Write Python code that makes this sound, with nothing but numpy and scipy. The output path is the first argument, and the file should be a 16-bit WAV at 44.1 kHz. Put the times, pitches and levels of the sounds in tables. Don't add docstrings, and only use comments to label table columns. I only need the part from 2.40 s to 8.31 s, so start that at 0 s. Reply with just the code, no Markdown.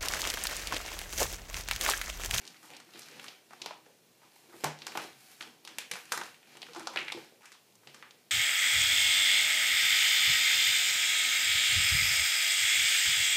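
import sys
import numpy as np
from scipy import signal
from scipy.fft import rfft, irfft
from scipy.io import wavfile
from scipy.ndimage import uniform_filter1d

SR = 44100
rng = np.random.default_rng(int(sys.argv[2]) if len(sys.argv) > 2 else 0)


def voltage_ratio(level):
    return 10 ** (np.asarray(level, float) / 20)


def dump(signal):
    limited = np.clip(np.atleast_2d(signal).T, -1, 1)
    pcm = np.round(limited * 32767).astype(np.int16)
    wavfile.write(sys.argv[1], SR, pcm)


N = 260609

# t/s, peak level/dB, rib ring f/Hz, hose knock re peak/dB, bright tick re peak/dB
CRACKS = [
    (.593, -27.5, 6950, -33, -14.5),
    (1.26, -22, 4340, -7, -19),
    (2.242, -23, 1520, -19, -2),
    (2.467, -22, 4400, -14, -15.5),
    (2.573, -20, 1500, -7.5, -12.5),
    (3.25, -31.5, 4040, -14.5, -15.5),
    (3.384, -19, 2560, -22.5, -12.5),
    (3.72, -14, 1470, -17.5, -15.5),
    (3.7755, -23, 1900, -7.5, -9),
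]
DOUBLES = [
    (0.882, -25, 3350, -23, -30),
    (1.217, -22.5, 3820, -28, -22.5),
    (3.008, -24, 2880, -40, -40),
    (3.513, -23.5, 2550, -19.5, -8),
    (4.559, -20, 1610, -14, -31),
    (4.5715, -13, 2600, -22, -31),
    (4.7206, -20.5, 3700, -12.5, -19.5),
]
MUFFLED = [
    (1.308, -32.5, 2460, -1, -30),
    (2.244, -26.5, 1340, 2, -29),
    (2.552, -29, 2650, 0, -18.5),
    (3.7225, -17, 4800, -20, -20.5),
    (3.813, -23, 1500, -14, -19),
    (4.361, -27.5, 1350, -3.5, -21),
    (4.471, -27.5, 1400, -3, -3.5),
]


def evened(x):
    return x / np.sqrt(np.mean(x ** 2) + 1e-20)


def read(points, hz):
    f, value = np.transpose(points)
    return np.interp(np.log(hz + 1), np.log(f + 1), value)


def add(mix, s, sound):
    part = mix[max(round(s * SR), 0):][:len(sound)]
    part += sound[:len(part)]


def band(x, lo_hz, hi_hz, order=2):
    sos = signal.butter(order, [lo_hz, min(hi_hz, SR / 2.05)], "band", fs=SR, output="sos")
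    return signal.sosfilt(sos, x)


def ring(hz, cycles, phase, rise=0.12, size=1200):
    turns = np.arange(size) / SR * hz
    swell = 1 - np.exp(-(turns / rise) ** 2)
    wave = np.sin(2 * np.pi * turns + phase) * voltage_ratio(-60 * turns / cycles) * swell
    return wave / abs(wave).max()


def snap(ring_hz, knock_db, tick_db, top_hz, chance):
    rib = ring(ring_hz, 6.5, chance[0], 0.39)
    rib = rib - 0.6 * ring(ring_hz * (1.4 + 0.3 * chance[1]), 7.0, chance[2], 0.5)
    rib = rib - 0.42 * ring(0.58 * ring_hz, 5.5, chance[1], 0.38)
    knock = ring(780 + 200 * chance[3], 6.7, 6 * chance[4], 0.29)
    tick = ring(4300 + 1500 * chance[2], 1.43, 0, 0.78)
    tick = tick - 0.63 * ring(7000 + 2500 * chance[5], 4.44, 0, 1.0)
    tick = tick + 0.74 * ring(11200 + 2500 * chance[6], 8.2, 0, 0.2)
    whole = 0.51 * rib + voltage_ratio(knock_db + 0.5) * knock + voltage_ratio(tick_db + 11.5) * tick
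    return band(whole, 182, top_hz, order=4)


def spread(x, chance):
    hz = np.fft.rfftfreq(len(x), 1 / SR)
    delay_s = 0.0003 * np.sin(hz / 1400 + 6 * chance) ** 2
    return irfft(rfft(x) * np.exp(-2j * np.pi * np.cumsum(delay_s) * hz[1]), len(x))


def near_echoes(x, echo_db, chance, grit):
    # delay t/s, level/dB
    bounces = [(.0026, -9), (.0052, -10), (.009, -13)]
    lag = np.arange(len(grit)) / SR
    paths = grit * voltage_ratio(-23) * np.exp(-((lag - 0.0028) / 0.0012) ** 2)
    for (s, db), u in zip(bounces, chance):
        paths[round(SR * s * (0.85 + 0.3 * u))] += voltage_ratio(db) * np.sign(np.sin(40 * u))
    return signal.fftconvolve(x, np.r_[1, voltage_ratio(echo_db) * paths[1:]])


def hard_snaps():
    near, low, far = (-1.1, -3.5, 14300), (-1.1, 1.3, 11400), (-1.9, -0.38, 8400)
    places = (CRACKS, near), (DOUBLES, low), (MUFFLED, far)
    return [(*row, *path) for table, path in places for row in table]


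def small_snaps():
    # t/s, peak level/dB, rib ring f/Hz, room share/dB
    knocks = [(.229, -52.5, 1880, 13), (.303, -39.5, 2770, 4.5), (.49, -47, 2100, -7),
              (1.107, -42.5, 1880, 4), (1.133, -37.5, 1420, -20), (1.199, -47.5, 3650, 9),
              (1.242, -40, 3520, 4), (1.462, -44.5, 1400, -1), (1.817, -50, 2220, 10),
              (1.832, -53, 2220, 1), (1.961, -45, 2040, -3), (2.096, -47.5, 1540, 4),
              (2.122, -53.5, 1880, 16.5), (2.2375, -23, 2170, 6), (2.256, -24.5, 1850, 1),
              (4.153, -42, 2800, 3), (4.348, -39, 1340, 7), (4.382, -43, 1110, 0), (4.536, -36, 2300, 4.5),
              (4.774, -40, 1240, 3), (5.008, -48.5, 2490, 7), (5.433, -50, 1610, 2), (4.373, -47, 1200, -3),
              (4.405, -36, 1520, 3), (2.557, -31.5, 800, -2), (2.594, -35, 810, 2), (1.275, -46, 1200, -9),
              (1.325, -45, 1200, -4), (3.736, -34, 1700, -2)]
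    ticks = [(.04, -47, 1630, -5), (.066, -43, 3220, -3), (.0762, -32, 4240, -4), (.366, -36.5, 4500, -18),
             (.401, -38.5, 1880, -2), (.574, -43, 4000, -6), (.619, -32.5, 5800, 3.5), (.685, -42, 1890, 0),
             (.842, -34, 1370, -3), (1.456, -59, 1380, -5), (2.479, -31.5, 2460, -11),
             (2.638, -31.5, 7050, -12), (3.018, -38.5, 4940, 4), (3.29, -41, 4000, -6),
             (3.536, -26, 2570, 3), (3.654, -40, 2520, 3), (4.17, -36, 2870, -18), (4.348, -39, 4450, 2),
             (4.395, -32, 1430, -1), (5.032, -48, 1600, 12), (5.0555, -39, 2510, 5.5),
             (5.1185, -39, 1900, -1), (5.125, -42.5, 3600, 5.5), (5.323, -55, 3620, -11),
             (5.354, -45, 5900, -11), (5.426, -70, 4780, -11), (5.5445, -37.5, 1860, 1),
             (3.601, -42, 2500, -2), (4.544, -44, 5500, 0), (4.366, -40, 6040, 0), (.229, -47, 1770, -5),
             (.303, -44, 2730, -3), (.63, -42, 4000, -3)]
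    flicks = [(.052, -34, 4260, -11), (.144, -39, 2020, 1), (.164, -42, 3500, -6), (.335, -32.5, 2730, 2.5),
              (.536, -37, 3500, 8), (.557, -37, 1900, -1), (.717, -40, 2660, 10), (.796, -27, 2840, -8),
              (.864, -35, 3220, -14), (2.388, -36, 4040, 4), (2.52, -30.5, 2380, -4), (2.73, -43, 3700, 2),
              (3.025, -26.5, 3130, -5), (3.275, -28, 2850, 1), (3.555, -27.5, 1400, -3),
              (3.715, -38, 4200, -1), (3.857, -34, 6000, 2), (3.944, -38.5, 2720, -1),
              (4.029, -41.5, 2570, 2), (4.218, -27.5, 3940, -1), (4.23, -29.5, 2970, -4),
              (4.266, -34, 2450, -12), (4.285, -40.5, 1400, -1), (5.708, -35, 3580, -5),
              (4.3335, -32.5, 3970, 3), (4.69, -33, 2650, 0), (4.672, -40, 2500, -5),
              (3.568, -34, 1650, -4), (2.47, -29, 1500, -6), (3.692, -45, 1700, 3)]
    pops = [(.842, -50, 1900, 9), (2.419, -26, 3540, -5), (3.007, -34, 1390, 4.5), (3.724, -13, 11200, 6.5),
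            (4.228, -26, 3230, -9), (4.472, -20, 6800, -9), (4.56, -20.5, 3500, -7),
            (4.587, -20, 2600, -10), (4.599, -28, 2400, -8), (4.681, -20.5, 2460, -3.5),
            (5.472, -31, 2900, 1), (5.625, -30, 1900, 1), (3.385, -21, 5800, -6), (3.5135, -26, 4000, 8.5),
            (3.563, -30, 12000, -8), (4.612, -29, 2500, -10), (4.618, -37, 2600, -10),
            (4.628, -33, 2500, -10), (4.59, -27, 3800, 1), (3.776, -28, 8500, 2), (1.262, -27, 2400, -1.5),
            (3.7205, -23, 3600, -6), (2.574, -28, 820, 1), (2.244, -26, 1530, 1.5), (4.575, -22, 2560, -7),
            (.5895, -35, 4700, -3)]
    nicks = [(.0675, -40, 5500, -8), (.087, -45, 6000, -8), (.104, -45, 5000, -8), (.168, -46, 4500, -8),
             (.2304, -42, 7100, -8), (.241, -40, 8500, -8), (.2575, -41, 7500, -8), (.284, -46, 6000, -8),
             (.349, -40, 3500, -6), (.481, -47, 8000, -8), (.506, -47, 4800, -8), (.608, -41, 6000, -8),
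             (.685, -42, 4500, -6), (.712, -40, 4500, -3), (.832, -42, 6000, -4), (.855, -44, 5000, -6),
             (3.0235, -42, 6000, -6), (3.2745, -33, 5000, 1), (3.289, -44, 5500, -6),
             (3.588, -40, 9000, -8), (3.835, -32, 4000, -4), (5.02, -44, 2500, 0), (5.057, -41, 5000, -4),
             (5.176, -53, 3000, -6), (5.4725, -42.5, 4600, 2), (5.5468, -41, 5000, -3),
             (5.151, -48, 1100, -3), (2.5745, -22, 2500, 1), (3.386, -26.5, 3920, 2.5),
             (3.009, -33, 4470, 1)]
    # hose knock re peak/dB, bright tick re peak/dB
    kinds = ((knocks, (-5.5, -17)), (ticks, (-24.5, -11)), (flicks, (-20, -21)),
             (pops, (-20.5, -29)), (nicks, (-29, -17)))
    echo_db, top_hz = -2.2, 11000
    return [(s, db, hz, *colour, room_db, echo_db, top_hz)
            for table, colour in kinds for s, db, hz, room_db in table]


def claws():
    dry, sends = np.zeros(N), np.zeros((3, N))
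    rows = hard_snaps() + small_snaps()
    chance, grit = rng.random((len(rows), 12)), rng.laplace(size=(len(rows), 900))
    for k, (s, db, hz, knock_db, tick_db, room_db, echo_db, top_hz) in enumerate(rows):
        sound = voltage_ratio(db) * spread(snap(hz, knock_db, tick_db, top_hz, chance[k]), chance[k, 11])
        add(dry, s + 0.0006, near_echoes(sound, echo_db, chance[k, 7:], grit[k]))
        dulled = signal.lfilter([0.62], [1, -0.4], sound)
        add(sends[k % 3], s, voltage_ratio(room_db - 1.5) * dulled)
    return dry + spots(sends)


def thumps():
    # t/s, peak level/dB, ring f/Hz, t60/s
    paws = [(0.235, -56, 310, 0.075), (0.466, -60, 334, 0.14), (0.548, -46, 330, 0.02),
            (0.719, -52.5, 493, 0.086), (1.129, -58, 340, 0.046), (1.215, -49.5, 370, 0.04),
            (1.466, -51.5, 490, 0.03), (2.088, -53, 340, 0.031), (2.142, -45.5, 358, 0.027),
            (2.238, -26, 420, 0.0096), (2.464, -51, 412, 0.061), (2.554, -46, 330, 0.066),
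            (2.648, -42, 360, 0.018), (3.008, -57, 316, 0.087), (3.247, -60.5, 342, 0.083),
            (3.376, -60, 310, 0.041), (3.512, -43, 480, 0.05), (3.718, -43, 491, 0.057),
            (3.772, -43, 346, 0.053), (4.151, -49, 340, 0.021), (4.288, -49.5, 476, 0.062),
            (3.792, -50, 358, 0.02), (4.362, -41, 335, 0.13), (4.385, -50, 410, 0.026),
            (4.405, -51, 342, .05), (4.467, -46, 537, 0.054), (4.566, -40.5, 525, 0.031),
            (4.568, -44, 329, 0.077), (4.605, -45, 340, 0.029), (4.7475, -37.5, 348, 0.045),
            (4.79, -48, 430, 0.028), (4.923, -49.5, 507, 0.01), (5.469, -50.5, 410, 0.014),
            (5.552, -56, 340, 0.023)]
    dry, sends = np.zeros(N), np.zeros((3, N))
    for k, (s, db, hz, t60) in enumerate(paws):
        sound = voltage_ratio(db) * ring(hz, max(t60 * hz, 3), 0, 0.24, size=9000)
        add(dry, s, sound)
        add(sends[k % 3], s, voltage_ratio(1.0) * sound)
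    return dry + spots(sends)


def booms():
    # t/s, peak level/dB, ring f/Hz, t60/s, rise/s
    boards = [
        (0.07, -66, 179, 0.14, 0.022),
        (2.246, -37.5, 150.4, 0.35, 0.0066),
        (2.75, -65.5, 132, 0.25, 0.016),
        (3.076, -52.5, 480, 0.059, 0.0026),
        (4.774, -39.5, 490, 0.053, 0.00053),
        (3.531, -49, 190, 0.086, 0.0018),
        (4.749, -60, 146, 0.17, 0.018),
        (5.302, -71, 114.4, 0.58, 0.055),
        (5.44, -64, 141, .3, 0.044),
    ]
    out = np.zeros(N)
    for s, db, hz, t60, rise in boards:
        pair = ring(hz, t60 * hz, 0, rise * hz, size=SR // 2)
        pair = pair + 0.49 * ring(1.6 * hz, t60 * hz, 0, rise * hz, size=SR // 2)
        add(out, s, voltage_ratio(db) * pair)
    return out


def rattle():
    ticks_per_s, level_db, fade_db_per_s = 89, -25, 172
    kicks = np.zeros(N)
    for s, db, *_ in CRACKS + DOUBLES + MUFFLED:
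        add(kicks, s, np.atleast_1d(voltage_ratio(db + level_db)))
    shake = signal.lfilter([1], [1, -voltage_ratio(-fade_db_per_s / SR)], kicks)
    draw, size, spot = rng.random((N, 3)).T
    train = shake * (draw < ticks_per_s / SR) * voltage_ratio(7.5 * size)
    pitches_hz = 1280, 2300, 3700, 6800
    which = (spot * len(pitches_hz)) // 1
    out = np.zeros(N)
    for k, hz in enumerate(pitches_hz):
        tick = ring(hz, 7.0, 0, 0.8, size=300)
        out += signal.oaconvolve(train * (which == k), tick)[:N]
    return out


def scrape():
    # t/s, level/dB, wall resonance f/Hz
    slide = [
        (4.575, -34, 2530),
        (4.6, -40, 2250),
        (4.642, -47, 2300),
        (4.69, -45, 2430),
        (4.725, -47.5, 1900),
    ]
    s, db, hz = np.transpose(slide)
    t = np.arange(s[0], s[-1], 1 / SR)
    slips = rng.laplace(size=len(t)) * (rng.random(len(t)) < 500 / SR)
    slips = slips + 0.08 * rng.standard_normal(len(t))
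    turn = np.exp(2j * np.pi * np.cumsum(np.interp(t, s, hz)) / SR)
    r = np.exp(-np.pi * 900 / SR)
    tone = (turn * signal.lfilter([1], np.convolve([1, -r], [1, -r]), slips / turn)).real
    out = np.zeros(N)
    add(out, s[0], voltage_ratio(np.interp(t, s, db)) * evened(tone) * signal.windows.tukey(len(t), 0.15))
    return 0.82 * out + 0.38 * room(out)


def strokes():
    brushes = [(0., 0.1, -53.5, -0.039), (0.24, 0.018, -57, 1), (0.318, 0.032, -50, -0.78),
               (0.542, 0.18, -52.5, 0.25), (0.768, 0.017, -51.5, -1.27), (0.83, 0.041, -48.5, 0.14),
               (1.13, 0.043, -56, 0.046), (1.28, 0.03, -59.5, -1.6), (1.458, 0.033, -64.5, -1.2),
               (1.84, 0.027, -62, -0.19), (1.963, 0.029, -63, 1), (2.04, .05, -60.5, -1.3),
               (2.168, 0.056, -55.5, 0.93), (2.23, 0.0082, -50.5, -0.98), (2.444, 0.043, -49, -0.64),
               (2.559, 0.074, -46.5, 0.34), (2.814, 0.2, -57, 0.91), (3.042, 0.031, -55, -0.92),
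               (3.29, .1, -52.5, -0.28), (3.56, 0.028, -55, 1), (3.752, 0.091, -46, 0.27),
               (4.118, 0.69, -53, -0.2), (4.512, 0.091, -52.5, -0.97), (4.692, 0.037, -63, 0.8),
               (4.775, 0.058, -56.5, 0.29), (5.44, 0.1, -68, 1), (5.542, 0.057, -56.5, -0.84),
               (5.734, 0.013, -62.5, -0.5)]
    swell_db_per_s, fade_db_per_s = 146, 133
    rest = (0, N / SR, -67.5, 0.0051)
    s, hold, effort_db, speed = np.transpose(brushes + [rest])[..., None]
    t = np.arange(0, N, 64) / SR
    level_db = effort_db - swell_db_per_s * np.maximum(s - t, 0)
    level_db = level_db - fade_db_per_s * np.maximum(t - s - abs(hold), 0)
    shares_db = 0, -5 - 5 * speed, -9.5 + 11.5 * speed
    gains = [np.linalg.norm(voltage_ratio(level_db + db), axis=0) for db in shares_db]
    return [np.interp(np.arange(N) / SR, t, gain) for gain in gains]


def rasp():
    # f/Hz, half width/Hz, level/dB
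    modes = [(722, 38, 19), (1400, 360, 10), (1880, 220, -5), (2380, 90, 2), (2760, 37, -1.5),
             (3670, 64, -20), (4160, 120, -13)]
    scratch_gain, drag_gain, fizz_gain = strokes()
    wander = evened(uniform_filter1d(rng.standard_normal(N), 500))
    clumps = voltage_ratio(4 * np.clip(wander, -2, 1.8))
    slips = voltage_ratio(3.5 * np.minimum(rng.exponential(1, N), 3.5)) * (rng.random(N) < 900 / SR)
    slips = slips * rng.choice([-1, 1], N)
    ticks = voltage_ratio(3 * np.minimum(rng.exponential(1, N), 2)) * (rng.random(N) < 110 / SR)
    ticks = ticks - 0.24 * np.roll(ticks, 112)
    slips = evened(slips * clumps) + 0.91 * rng.standard_normal(N)
    nails = slips + 0.5 * evened(ticks)
    wall = np.zeros(N)
    for hz, width, db in modes:
        wall += voltage_ratio(db) * band(nails, hz - width, hz + width, order=1) * np.sqrt(hz / width)
    scratch = evened(band(0.55 * evened(wall) + nails, 764, 5740))
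    drag = evened(band(slips, 154, 996) + 0.5 * band(slips, 304, 383))
    fizz = evened(band(nails, 2400, 13000))
    dry = scratch_gain * scratch + drag_gain * drag + fizz_gain * fizz
    return 0.44 * dry + 0.41 * room(dry)


def room(x):
    # f/Hz, t60/s
    decay = [(120, 0.38), (330, 0.28), (870, 0.3), (2300, 0.35), (6000, 0.31), (14000, 0.2)]
    size = SR * 3 // 4
    taps = np.zeros(size)
    at = np.arange(260, size - 12, 12)
    taps[at + rng.integers(0, 12, len(at))] = rng.choice([-1.0, 1.0], len(at))
    hz, t, z = signal.stft(taps, SR, nperseg=256)
    tail = signal.istft(z * voltage_ratio(-60 * t / read(decay, hz)[:, None]), SR, nperseg=256)[1]
    tail = tail * (1 - np.exp(-np.arange(len(tail)) / (SR * 0.0057)))
    return signal.fftconvolve(x, tail / np.linalg.norm(tail))[:N]


def spots(sends):
    out = np.zeros(N)
    for send in sends:
        tail = room(np.eye(1, SR)[0])[:SR]
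        out += signal.fftconvolve(send, tail)[:N]
    return out


def hiss():
    # f/Hz, level per Hz/dB
    colour = [(25, -3), (80, -34), (140, -5), (240, -10), (400, -7.5), (600, -11), (900, -15), (1560, -23),
              (3000, -19), (6000, -19.5), (15300, -23)]
    frames, hz = N // 256 + 5, np.fft.rfftfreq(1024, 1 / SR)
    a, b, patches = rng.standard_normal((frames, 513, 3)).T
    patches = evened(uniform_filter1d(uniform_filter1d(patches, 12, 0), 14, 1))
    z = (a + 1j * b) * voltage_ratio(read(colour, hz)[:, None] + 0.45 * patches)
    return voltage_ratio(-65.5) * evened(signal.istft(z, nperseg=1024, noverlap=768)[1][:N])


def scene():
    return (claws() + thumps() + booms() + rattle() + scrape() + rasp() + hiss())[None]


def roll_off(x):
    return signal.sosfilt(signal.butter(12, 16490, fs=SR, output="sos"), x)


def record(dry):
    shelf_hz, edge_hz, gate_db, top_db = 15400, 16500, -88, -24
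    thin = signal.sosfilt(signal.butter(3, 95, "high", fs=SR, output="sos"), dry)
    thin = thin + voltage_ratio(-19) * band(dry, 15, 40, order=1)
    low, edge = (signal.firwin(401, hz, window=("kaiser", 9), fs=SR) for hz in (shelf_hz, edge_hz))
    top = signal.oaconvolve(thin, (edge - low)[None], "same")
    power = uniform_filter1d(top ** 2, size=512)
    opening = power / (power + voltage_ratio(2 * gate_db) * 10)
    shelved = signal.oaconvolve(thin, low[None], "same") + voltage_ratio(top_db) * top * 1.6 * opening
    return roll_off(shelved)


dry = scene()
out = record(dry)
dump(out)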